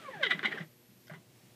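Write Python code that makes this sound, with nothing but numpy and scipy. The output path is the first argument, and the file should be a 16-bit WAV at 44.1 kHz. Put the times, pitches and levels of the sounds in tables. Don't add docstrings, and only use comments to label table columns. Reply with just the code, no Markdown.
import sys
import numpy as np
from scipy import signal
from scipy.fft import rfft, irfft
from scipy.io import wavfile
from scipy.ndimage import uniform_filter1d

SR = 44100
rng = np.random.default_rng(int(sys.argv[2]) if len(sys.argv) > 2 else 0)


def amplitude_ratio(level_db):
    exponent = np.asarray(level_db, float) / 20
    return 10 ** exponent


def master(y):
    cut = np.clip(np.atleast_2d(y).T, -1, 1)
    pcm = np.round(cut * 32767)
    wavfile.write(sys.argv[1], SR, pcm.astype(np.int16))


N = 68355
T = np.arange(N) / SR

# time_s, step_rate_hz, level_db
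STEPS = [(0, 1368, -49.5), (.014, 1330, -60.5), (.044, 1220, -47.5), (.074, 1127, -52), (.087, 1079, -45),
         (.1, 1032, -54.5), (.113, 988, -75), (.14, 874.4, -47), (.16, 807.2, -54.5), (.188, 707, -52),
         (.22, 577.5, -41), (.236, 516.3, -39.5), (.252, 470.6, -41), (.276, 401.2, -47), (.3, 284, -56),
         (.311, 246.4, -60), (.331, 190.6, -50), (.379, 100, -82)]
# step_rate_multiple, level_db
WHINE_ORDERS = [(.5, -51), (1.5, -61.5), (2, -59), (2.5, -58)]
# freq_hz, gain_db
FRAME_RESPONSE = [(400, -13.5), (490, -15), (530, 5.5), (580, -17.5), (720, -11), (1300, -24), (1620, 3.5),
                  (2250, -10.5)]
# freq_hz, density_db_per_hz
RUSH_COLOUR = [(1200, -25), (2400, -6), (3300, -4), (5000, -14), (10000, -20), (14000, -31)]
# time_s, level_db
SLIDE_EFFORT = [(0, -57), (0.099, -55), (.2, -54.5), (.35, -47.5), (.42, -47.5), (0.6, -49.5), (0.649, -61),
                (.69, -100.5)]
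# freq_hz, density_db_per_hz
SLIDE_COLOUR = [(90, -37), (160, 1.5), (450, -5), (1000, -11.5), (1800, -6.5), (3300, -15), (5000, -30.5),
                (10000, -44)]
# freq_hz, level_db
HUM_PARTIALS = [(119.5, -71), (239, -76.5), (359, -76.5), (480, -81), (601, -85), (5410, -87.5)]
# freq_hz, density_db_per_hz
ROOM_COLOUR = [(18, -47.5), (30, -48), (119, -8), (380, -16.5), (464, -20.5), (1300, -29), (2200, -26),
               (11500, -33), (15300, -33)]
# peak_s, level_db, pitch_hz, length_s,
# glide_hz_per_s
RINGS = [(0.068, -58.5, 2270, 0.019, -6000), (0.182, -50.5, 1624, 0.022, -300),
         (.271, -28.5, 2008, .005, -6000), (.312, -25.5, 1963, 0.0056, -1500),
         (0.332, -31.5, 2010, .008, -500), (0.3033, -41, 3540, 0.0007, -900),
         (0.307, -33.5, 3570, 0.00097, -900), (.3107, -31, 3600, 0.00077, -900),
         (0.3166, -28, 3600, 0.0011, -900), (.3197, -32, 3650, 0.00072, -900),
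         (0.313, -44.5, 697, 0.019, -4000), (.394, -35.5, 1800, 0.001, -90000),
         (0.397, -44, 3500, .0012, -900), (0.4309, -35, 1800, 0.0014, -100000),
         (0.4334, -43.5, 3100, 0.0014, -900), (0.438, -36.5, 1810, 0.0021, -20000),
         (.447, -40.5, 1426, 0.0037, 5000), (.4525, -37, 1932, 0.0028, 30000),
         (0.4574, -27, 2100, 0.0025, 3000), (.458, -39, 3830, .0015, -900),
         (0.467, -30, 2130, 0.0019, -500), (0.47, -35.5, 2105, 0.012, -500),
         (0.491, -44, 2056, 0.013, -500), (0.5242, -36.5, 2020, 0.0018, -4000),
         (.530, -33.5, 1840, 0.0024, -4000), (0.546, -46.5, 414, 0.0086, -11000),
         (0.564, -51.5, 605, 0.0063, 3000), (.577, -40, 1780, 0.0027, -9000),
         (0.582, -42, 1596, 0.0055, -1500), (0.612, -42, 1970, .002, -900)]
# start_s, level_db, pitch_hz, rise_s, t60_s
THUDS = [(0.073, -61, 193, 0.013, 0.15), (0.152, -49, 157, 0.016, 0.18), (0.186, -59, 159, 0.0099, 0.11),
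         (0.326, -37.5, 366.5, 0.0022, 0.038), (0.346, -39.5, 182.6, 0.0035, .1),
         (0.371, -44, 174.2, 0.0058, 0.13), (0.388, -48.5, 288, 0.0027, 0.084),
         (0.429, -38.5, 362, 0.0026, 0.044), (0.447, -38.5, 227, 0.002, 0.086),
         (.48, -38, 354, 0.0017, 0.036), (0.504, -45.5, 248, 0.0045, 0.052),
         (0.603, -36.5, 174, 0.0031, 0.092), (.625, -51.5, 342.5, 0.0036, 0.09),
         (0.641, -51.5, 164, 0.0066, 0.11), (.885, -55, 198, 0.006, 0.087), (0.952, -60, 186, 0.0067, 0.14),
         (1.110, -40.5, 163, 0.0042, 0.085), (1.159, -47, 167, 0.0037, 0.088),
         (1.195, -56, 219, 0.0014, 0.03)]
# peak_s, level_db, length_s, low_modes_db, high_modes_db
BURSTS = [(0.216, -45.5, 0.0095, -1, -8), (0.23, -39, 0.0071, 7.5, -18), (0.236, -30, 0.0066, 2, 5),
          (0.252, -37.5, 0.0046, 6, 8.5), (0.265, -33, 0.0069, -1, 3.5), (0.294, -45, 0.0057, -4, -2),
          (0.3, -49, 0.0035, -4, -7), (0.31, -27.5, 0.0075, 0, -2.5), (0.319, -30, 0.0044, 0.5, -4.5),
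          (0.327, -39, 0.0083, -2, 1.5), (0.344, -43, 0.0044, -21.5, -10.5), (0.447, -34, 0.0055, 8.5, 1),
          (0.456, -25.5, 0.0052, -8, -1), (0.4673, -34, 0.0039, -14, -8), (0.481, -42, 0.013, -23, -1),
          (0.523, -37, 0.011, 0.5, -5.5), (0.542, -58, 0.0067, 1, -14), (0.583, -45, 0.0089, 6, -1.5),
          (0.608, -44.5, 0.0055, 0, -5.5), (0.622, -59, 0.0095, -12, 3), (1.121, -60, 0.0046, -4.5, 0),
          (1.15, -59.5, 0.019, 0, -1)]
# start_s, level_db, fall_s, low_modes_db, high_modes_db
KNOCKS = [
    (.3920, -28, 0.00095, 0, -5.5),
    (0.4299, -28, 0.0033, 2.5, -12),
    (0.4367, -30, 0.0022, -2, -4),
    (0.4393, -33.5, 0.0012, 0, 5.5),
    (1.07, -56, .004, 5, -3.5),
    (1.079, -58, 0.0038, 8, 3),
    (1.097, -43.5, 0.016, 4.5, -18),
    (1.135, -42, 0.0062, -0.5, -16),
]
# freq_hz, width_hz, gain_db
LOW_MODES = [(720, 140, -10.5), (1160, 81, -9), (1441, 178, -3), (1600, 245, -3.5)]
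MID_MODES = [(2017, 101, 2), (2158, 62, -5), (2186, 148, -7.5), (2408, 37, -11.5)]
HIGH_MODES = [(2827, 71, -9.5), (3050, 267, -7), (3296, 102, -4.5), (3605, 184, -10.5), (3930, 228, -13),
              (5200, 3500, -38.5)]
# start_s, level_db, pitch_hz, fall_s
TAPS = [(0.232, -50, 4660, 0.017), (.231, -60.5, 7650, 0.0052), (.306, -56, 7800, 0.013),
        (.306, -53, 4500, 0.014), (0.45, -31, 838, 0.011), (.454, -56.5, 7400, 0.0082),
        (.56, -40.5, 616, 0.034), (.615, -52, 900, 0.0091), (1.070, -60, 5200, 0.0023),
        (1.081, -55, 4750, 0.002), (1.096, -39, 600, 0.0074), (1.109, -49.5, 1120, 0.01),
        (.575, -64.5, 5200, 0.044), (1.112, -49, 720, 0.045), (1.135, -45, 440, .02),
        (1.137, -51, 930, 0.026)]

STEP_JITTER = 0.0028
STOP_S, ROUGH_FROM_S = 0.323, 0.28
GRIT_DB, ROUGH_DB = -13, -3.5
STEP_SPREAD_DB, CLATTER_SPREAD_DB, CLATTER_PER_S = 2.5, 1.5, 1600
BLOW_DB, STRIKE_GAIN_DB = 18, 13.5
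WHISTLE_HZ, WHISTLE_DB, WHISTLE_ON_S, WHISTLE_OFF_S = 11789, -72, 0.635, 1.105
ROOM_DB, ROOM_T60_S, ROOM_WET_DB = -62.5, 0.13, -9.5


def level(x, db):
    return x * amplitude_ratio(db) / np.sqrt(np.mean(x ** 2))


def ring(x, hz, width_hz):
    return signal.lfilter(*signal.iirpeak(hz, hz / width_hz, fs=SR), x)


def walk(rate_hz):
    k = int(SR / rate_hz)
    held = np.repeat(rng.standard_normal(N // k + 1), k)
    smooth = uniform_filter1d(uniform_filter1d(held, k), k)
    return level(smooth[:N], 0)


def coloured(points):
    hz, db = np.array(points, float).T
    f = np.maximum(np.arange(N // 2 + 1) * SR / N, 1)
    gain = amplitude_ratio(np.interp(np.log(f), np.log(hz), db))
    return level(irfft(rfft(rng.standard_normal(N)) * gain, N), 0)


def clicks(turns, size):
    at = np.interp(np.arange(1, int(turns[-1])), turns, np.arange(N))
    i = np.minimum(at.astype(int), N - 2)
    size = size[:len(i)]
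    out = np.zeros(N)
    np.add.at(out, i, size * (1 - at % 1))
    np.add.at(out, i + 1, size * (at % 1))
    return out


def step_turns():
    s, hz, _ = np.array(STEPS).T
    return np.cumsum(np.interp(T, s, hz) * (1 + STEP_JITTER * walk(150.1))) / SR


def whine(turns):
    s, hz, db = np.array(STEPS).T
    step_hz = np.interp(T, s, hz)
    out = amplitude_ratio(np.interp(T, s, db, right=-120) + 2.5 * walk(119.1)) * np.sin(2 * np.pi * turns)
    frame_hz, gain_db = np.array(FRAME_RESPONSE).T
    fade_db = 60 * np.clip((T - .2) / 0.032, 0, 1)
    for m, order_db in WHINE_ORDERS:
        answer_db = np.interp(m * step_hz, frame_hz, gain_db, right=-30) - fade_db
        out = out + amplitude_ratio(order_db + answer_db + 4 * walk(104)) * np.sin(2 * np.pi * m * turns)
    return np.sqrt(2) * out


def slide():
    s, db = np.array(SLIDE_EFFORT).T
    return amplitude_ratio(np.interp(T, s, db, right=-120) + 2 * walk(58.8)) * coloured(SLIDE_COLOUR)


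def screw_rush():
    return amplitude_ratio(-60.5 - 50 * T + 0.95 * walk(90)) * coloured(RUSH_COLOUR)


def mains_hum():
    out = 0
    for k, (hz, db) in enumerate(HUM_PARTIALS):
        out = out + amplitude_ratio(db + 1.5 * T + 0.91 * walk(9.55)) * np.sin(2 * np.pi * hz * T + k)
    return np.sqrt(2) * out


def room_hiss():
    return amplitude_ratio(ROOM_DB + 0.805 * walk(5.23)) * coloured(ROOM_COLOUR)


def room_tail(near):
    t = T[:N // 4]
    tail = rng.standard_normal(N // 4) * amplitude_ratio(-60 * t / ROOM_T60_S) * (t > .004)
    return signal.fftconvolve(near, tail / np.sqrt(np.sum(tail ** 2)))[:N]


def tone_rings():
    flutter, out = amplitude_ratio(1.5 * walk(300)), 0
    for s, db, hz, length, glide in RINGS:
        t = T - s
        u = np.clip(t, -3 * length, 3 * length)
        turns = hz * t + glide * u ** 2 / 2
        out = out + amplitude_ratio(db) * np.exp(-(t / length) ** 2) * np.sin(2 * np.pi * turns)
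    return np.sqrt(2) * flutter * out


def thuds():
    out = 0
    for s, db, hz, rise, t60 in THUDS:
        u = np.maximum(T - s, 0)
        turns = hz * u * (1 - 0.087 * np.minimum(u / t60, 1))
        out = out + 2 * amplitude_ratio(db - 60 * u / t60) * (1 - np.exp(-u / rise)) * np.sin(2 * np.pi * turns)
    return signal.sosfilt(signal.butter(4, 126, "high", fs=SR, output="sos"), out)


def rattle(turns):
    steps = clicks(turns, amplitude_ratio(STEP_SPREAD_DB * rng.standard_normal(N)))
    loose_turns = np.cumsum(CLATTER_PER_S * amplitude_ratio(3 * walk(400))) / SR
    loose_size = amplitude_ratio(CLATTER_SPREAD_DB * rng.standard_normal(N)) * rng.choice([-1, 1], N)
    loose = clicks(loose_turns, loose_size)
    grit = rng.standard_normal(N)
    strikes = np.where(T < STOP_S, level(steps, 0), level(loose, 0))
    strikes = strikes + amplitude_ratio(np.where(T < ROUGH_FROM_S, GRIT_DB, ROUGH_DB)) * grit

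    force = np.zeros((3, N))
    for s, db, length, low_db, high_db in BURSTS:
        gain = amplitude_ratio(db + np.array([[low_db], [0], [high_db]]))
        force = force + gain * np.exp(-((T - s) / length) ** 2) * strikes
    for s, db, fall, low_db, high_db in KNOCKS:
        gain = amplitude_ratio(db + np.array([[low_db], [0], [high_db]]))
        decay = (T >= s) * np.exp(-np.abs(T - s) / fall)
        blow = np.abs(T - s - 1 / SR) < .5 / SR
        force = force + gain * decay * (grit + amplitude_ratio(BLOW_DB) * blow)

    body = 0
    for push, modes in zip(force, (LOW_MODES, MID_MODES, HIGH_MODES)):
        for k, (hz, width_hz, db) in enumerate(modes):
            body = body + (-1) ** k * amplitude_ratio(db) * ring(push, hz, width_hz)
    body = body - 0.27 * ring(body, 2880, 298)
    band = signal.butter(2, [1000, 6500], "band", fs=SR, output="sos")
    return amplitude_ratio(STRIKE_GAIN_DB) * (signal.sosfilt(band, body) + bench_taps(grit))


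def bench_taps(grit):
    out = 0
    for s, db, hz, fall in TAPS:
        tap = amplitude_ratio(db) * (T >= s) * np.exp(-np.abs(T - s) / fall) * grit
        out = out + ring(ring(tap, hz, 0.19 * hz), hz, hz)
    return out


def holding_whistle():
    on = np.clip(np.minimum(T - WHISTLE_ON_S, WHISTLE_OFF_S - T) / 0.008 + .5, 0, 1)
    return np.sqrt(2) * amplitude_ratio(WHISTLE_DB + 0.35 * walk(20.6)) * on * np.sin(2 * np.pi * WHISTLE_HZ * T)


def scene():
    turns = step_turns()
    near = whine(turns) + rattle(turns) + thuds() + slide() + tone_rings() + screw_rush()
    wet = amplitude_ratio(ROOM_WET_DB) * room_tail(near)
    electrical = mains_hum() + holding_whistle()
    return (near + wet + electrical + room_hiss())[None]


def band_limit(x):
    return signal.sosfilt(signal.butter(12, 15420, fs=SR, output="sos"), x)


def record(dry):
    mix = signal.sosfilt(signal.butter(1, 15, "high", fs=SR, output="sos"), dry)
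    mix = signal.sosfilt(signal.ellip(10, .2, 60, 15400, fs=SR, output="sos"), mix)
    return band_limit(mix)


dry = scene()
out = record(dry)
master(out)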